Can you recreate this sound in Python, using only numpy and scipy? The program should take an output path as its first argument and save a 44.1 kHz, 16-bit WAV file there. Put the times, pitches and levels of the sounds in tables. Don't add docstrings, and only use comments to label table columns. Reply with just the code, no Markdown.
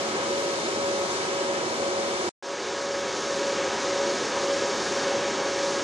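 import sys
import numpy as np
from scipy import signal
from scipy.fft import rfft, irfft, next_fast_len
from scipy.io import wavfile

SR = 44100
rng = np.random.default_rng(int(sys.argv[2]) if len(sys.argv) > 2 else 0)


def volts(x):
    e = np.asarray(x, float) / 20
    return 10 ** e


def persist_wave(psi):
    counts = np.round(np.clip(psi, -1, 1) * 32767).astype(np.int16)
    wavfile.write(sys.argv[1], SR, np.atleast_2d(counts).T)


N = 257365

# pitch_hz, level_db (per Hz)
AIR_RUSH = [(25, -99), (50, -89), (85, -77), (200, -67.5), (400, -60.5), (650, -62), (1200, -67),
            (2300, -72), (5000, -72), (7000, -76.5), (8000, -83.5), (9600, -91), (11300, -95.5),
            (14000, -106)]
# pitch_hz, width_hz, level_db
CASE_LEFT = [(84, 8, 6.5), (229.6, 36, 3), (261, 20, -3.5), (290.5, 14, 4), (356.4, 23, 3.5),
             (392.5, 64, 6.5), (463, 26, -5), (533, 99, 6), (648, 60, -6.5), (845, 30, 4), (1091, 47, 4.5),
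             (1209, 20, 6.5), (1200, 53, -0.5), (1500, 80, 4), (1645, 70, 10.5), (1668, 95, -4.5),
             (1800, 58, 6.5), (2240, 150, 4.5), (3000, 180, 1.5), (3635, 140, 3), (3900, 150, 1),
             (4480, 170, 2), (5460, 350, 4), (5970, 140, 3.5), (6395, 430, 6.5), (7020, 220, 2),
             (7260, 250, 3.5), (8600, 360, 2)]
# pitch_hz, width_hz, level_db
CASE_RIGHT = [(87, 24, 3), (234, 32, 7.5), (267, 13, -9), (360, 76, 9.5), (445, 45, -7), (470, 100, 4.5),
              (590, 47, -3), (740, 63, 2), (963, 46, 6), (1127, 77, 8), (1155, 45, -21), (1370, 330, -1),
              (1610, 230, 5), (2230, 230, 6.5), (3040, 78, 6.5), (3530, 100, 2.5), (4160, 240, 4.5),
              (5800, 1400, 0)]
# pitch_hz, level_db
RIGHT_TILT = [(60, 2.5), (300, -0.5), (1000, 0.5), (6500, -2), (8000, 7.5), (9900, 9), (10900, 3),
              (13500, 8)]
# pitch_hz, likeness_0_to_1, extra_right_lead_radians
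MIC_PAIR = [(35, .76, 0), (390, .985, -.5), (560, .9, -.3), (1150, .42, -1.15), (1700, .63, .35),
            (2050, .3, .5), (5500, .26, .1), (9000, .06, .5)]
SHAFT_HZ = (79.638, 79.638, 78.78, 73.2)
# left_level_db, right_level_db
FAN_TONES = [
    {7: (-36, -37), 12: (-50, -54), 14: (-53, -56), 16: (-44.5, -44), 21: (-49, -54), 28: (-60, -62)},
    {4: (-51, -52), 6: (-58, -56), 7: (-36, -37), 8: (-52, -46), 12: (-44.5, -50), 14: (-58, -56)},
    {7: (-49, -47), 14: (-54, -54), 21: (-54, -64), 28: (-62, -66)},
    {7: (-52, -56)},
]
IN_STEP = {7: 0., 12: .051, 14: .05}
# pitch_hz, level_db
ROUNDING_STEP = [(100, -56), (500, -43), (3000, -42), (7000, -39.5), (9500, -36.5), (13000, -35)]

CUT_S, SILENT_S, BACK_S = 2.2915, 2.319, 2.4252


def at_hz(rows, hz, column=1):
    rows = np.array(rows)
    return np.interp(np.log(hz), np.log(rows[:, 0]), rows[:, column])


def drift(rate_hz):
    keep = np.exp(-80 * np.pi * rate_hz / SR)
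    noise = rng.standard_normal(N // 40 + 4002)
    slow = signal.lfilter([1], [1, -2 * keep, keep * keep], noise)[4000:]
    slow = (slow - slow.mean()) / slow.std()
    return np.interp(np.arange(N) / 40, np.arange(len(slow)), slow)


def right_lead(hz):
    head_start_s = .00027
    return 2 * np.pi * hz * head_start_s + at_hz(MIC_PAIR, hz, column=2)


def colour_db(hz, case):
    level_db = at_hz(AIR_RUSH, hz)
    for centre_hz, width_hz, bump_db in case:
        level_db = level_db + bump_db / (1 + (2 * (hz - centre_hz) / width_hz) ** 2)
    return level_db


def air_rush(flutter_db):
    size = next_fast_len(N)
    hz = np.maximum(np.arange(size // 2 + 1) * SR / size, 1)
    shared, own = rfft(rng.standard_normal((2, size))) * np.sqrt(SR / 2)
    alike = np.clip(at_hz(MIC_PAIR, hz), 0, 1)
    right = alike * shared * np.exp(1j * right_lead(hz)) + np.sqrt(1 - alike ** 2) * own
    left_colour = volts(colour_db(hz, CASE_LEFT))
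    right_colour = volts(colour_db(hz, CASE_RIGHT) + at_hz(RIGHT_TILT, hz))
    both = np.array([shared * left_colour, right * right_colour])
    out = np.zeros((2, N))
    edges_hz = [0, 300, 700, 1600, 3500, SR]
    for low, high in zip(edges_hz, edges_hz[1:]):
        band = irfft(both * ((hz >= low) & (hz < high)), size)[:, :N]
        out += band * volts(flutter_db * drift(2.5))
    return out


def second_fan_lead():
    t = np.arange(N) / SR
    early = -.255 + .2752 * t
    late = .876 + .2605 * (t - BACK_S)
    return np.where(t < SILENT_S, early, late)


def fan_tones(wobble_turns, waver_db):
    out = np.zeros((2, N))
    for fan, (shaft_hz, orders) in enumerate(zip(SHAFT_HZ, FAN_TONES)):
        turns = shaft_hz * np.arange(N) / SR + wobble_turns * drift(2.0)
        for order, levels_db in orders.items():
            ahead = second_fan_lead() - IN_STEP.get(order, 0) if fan == 1 else 0
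            phase = 2 * np.pi * order * (turns + ahead) + order ** 2
            swelling_db = np.array(levels_db)[:, None] + waver_db * drift(1.5)
            height = np.sqrt(2) * volts(swelling_db)
            out += height * np.sin([phase, phase + right_lead(order * shaft_hz)])
    return out


def recorder_rounding(x, jitter_db, size=1024, grid=-60):
    n, k = np.arange(2 * size)[:, None], np.arange(size)
    window = np.sin(np.pi * (n + .5) / (2 * size))
    waves = window * np.cos(np.pi / size * (n + .5 + size / 2) * (k + .5))
    waves *= np.sqrt(2 / size)
    blocks = N // size + 3
    lead_in = 2 * size - grid
    padded = np.pad(x, ((0, 0), (lead_in, (blocks + 1) * size - N - lead_in)))
    halves = padded.reshape(2, -1, size)
    strengths = np.concatenate([halves[:, :-1], halves[:, 1:]], axis=2) @ waves
    by_band = np.repeat(rng.standard_normal((blocks, size // 32)), 32, axis=1)
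    step = volts(at_hz(ROUNDING_STEP, (k + .5) * SR / (2 * size)) + jitter_db * by_band)
    rounded = np.floor((abs(strengths) / step) ** .75 + .4054) ** (4 / 3)
    frames = (np.sign(strengths) * rounded * step) @ waves.T
    out = frames[:, 1:, :size] + frames[:, :-1, size:]
    return out.reshape(2, -1)[:, size - grid:][:, :N]


def dip_db(since_s, depth_db, lasts_s):
    return depth_db * np.exp(-np.maximum(np.arange(N) / SR - since_s, 0) / lasts_s)


def scene():
    return air_rush(flutter_db=.6) + fan_tones(wobble_turns=.002, waver_db=.7)


def top_cut(x):
    return signal.sosfilt(signal.butter(12, 15000, fs=SR, output="sos"), x)


def record(dry):
    t = np.arange(N) / SR
    bass = signal.sosfiltfilt(signal.butter(2, 220, fs=SR, output="sos"), dry[0])
    bass_db = 1 + dip_db(BACK_S, depth_db=-10.5, lasts_s=.16)
    left = dry[0] + bass * (volts(bass_db) - 1)
    climb_db_per_s, climbed_s = 3.5, 3.67
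    snap_db = dip_db(BACK_S, depth_db=-8.5, lasts_s=.03)
    gain_db = snap_db - climb_db_per_s * np.maximum(climbed_s - t, 0)
    coarser_db = .8
    pair = dry * (t < CUT_S) / volts(coarser_db)
    rounded = recorder_rounding(np.where(t < (CUT_S + BACK_S) / 2, pair, left), jitter_db=1.5)
    hiss_fade_s = .018
    before = volts(coarser_db) * np.clip((SILENT_S - t) / hiss_fade_s, 0, 1)
    after = (t >= BACK_S) * volts(gain_db)
    mix = rounded * (before + after)
    return top_cut(mix)


dry = scene()
out = record(dry)
persist_wave(out)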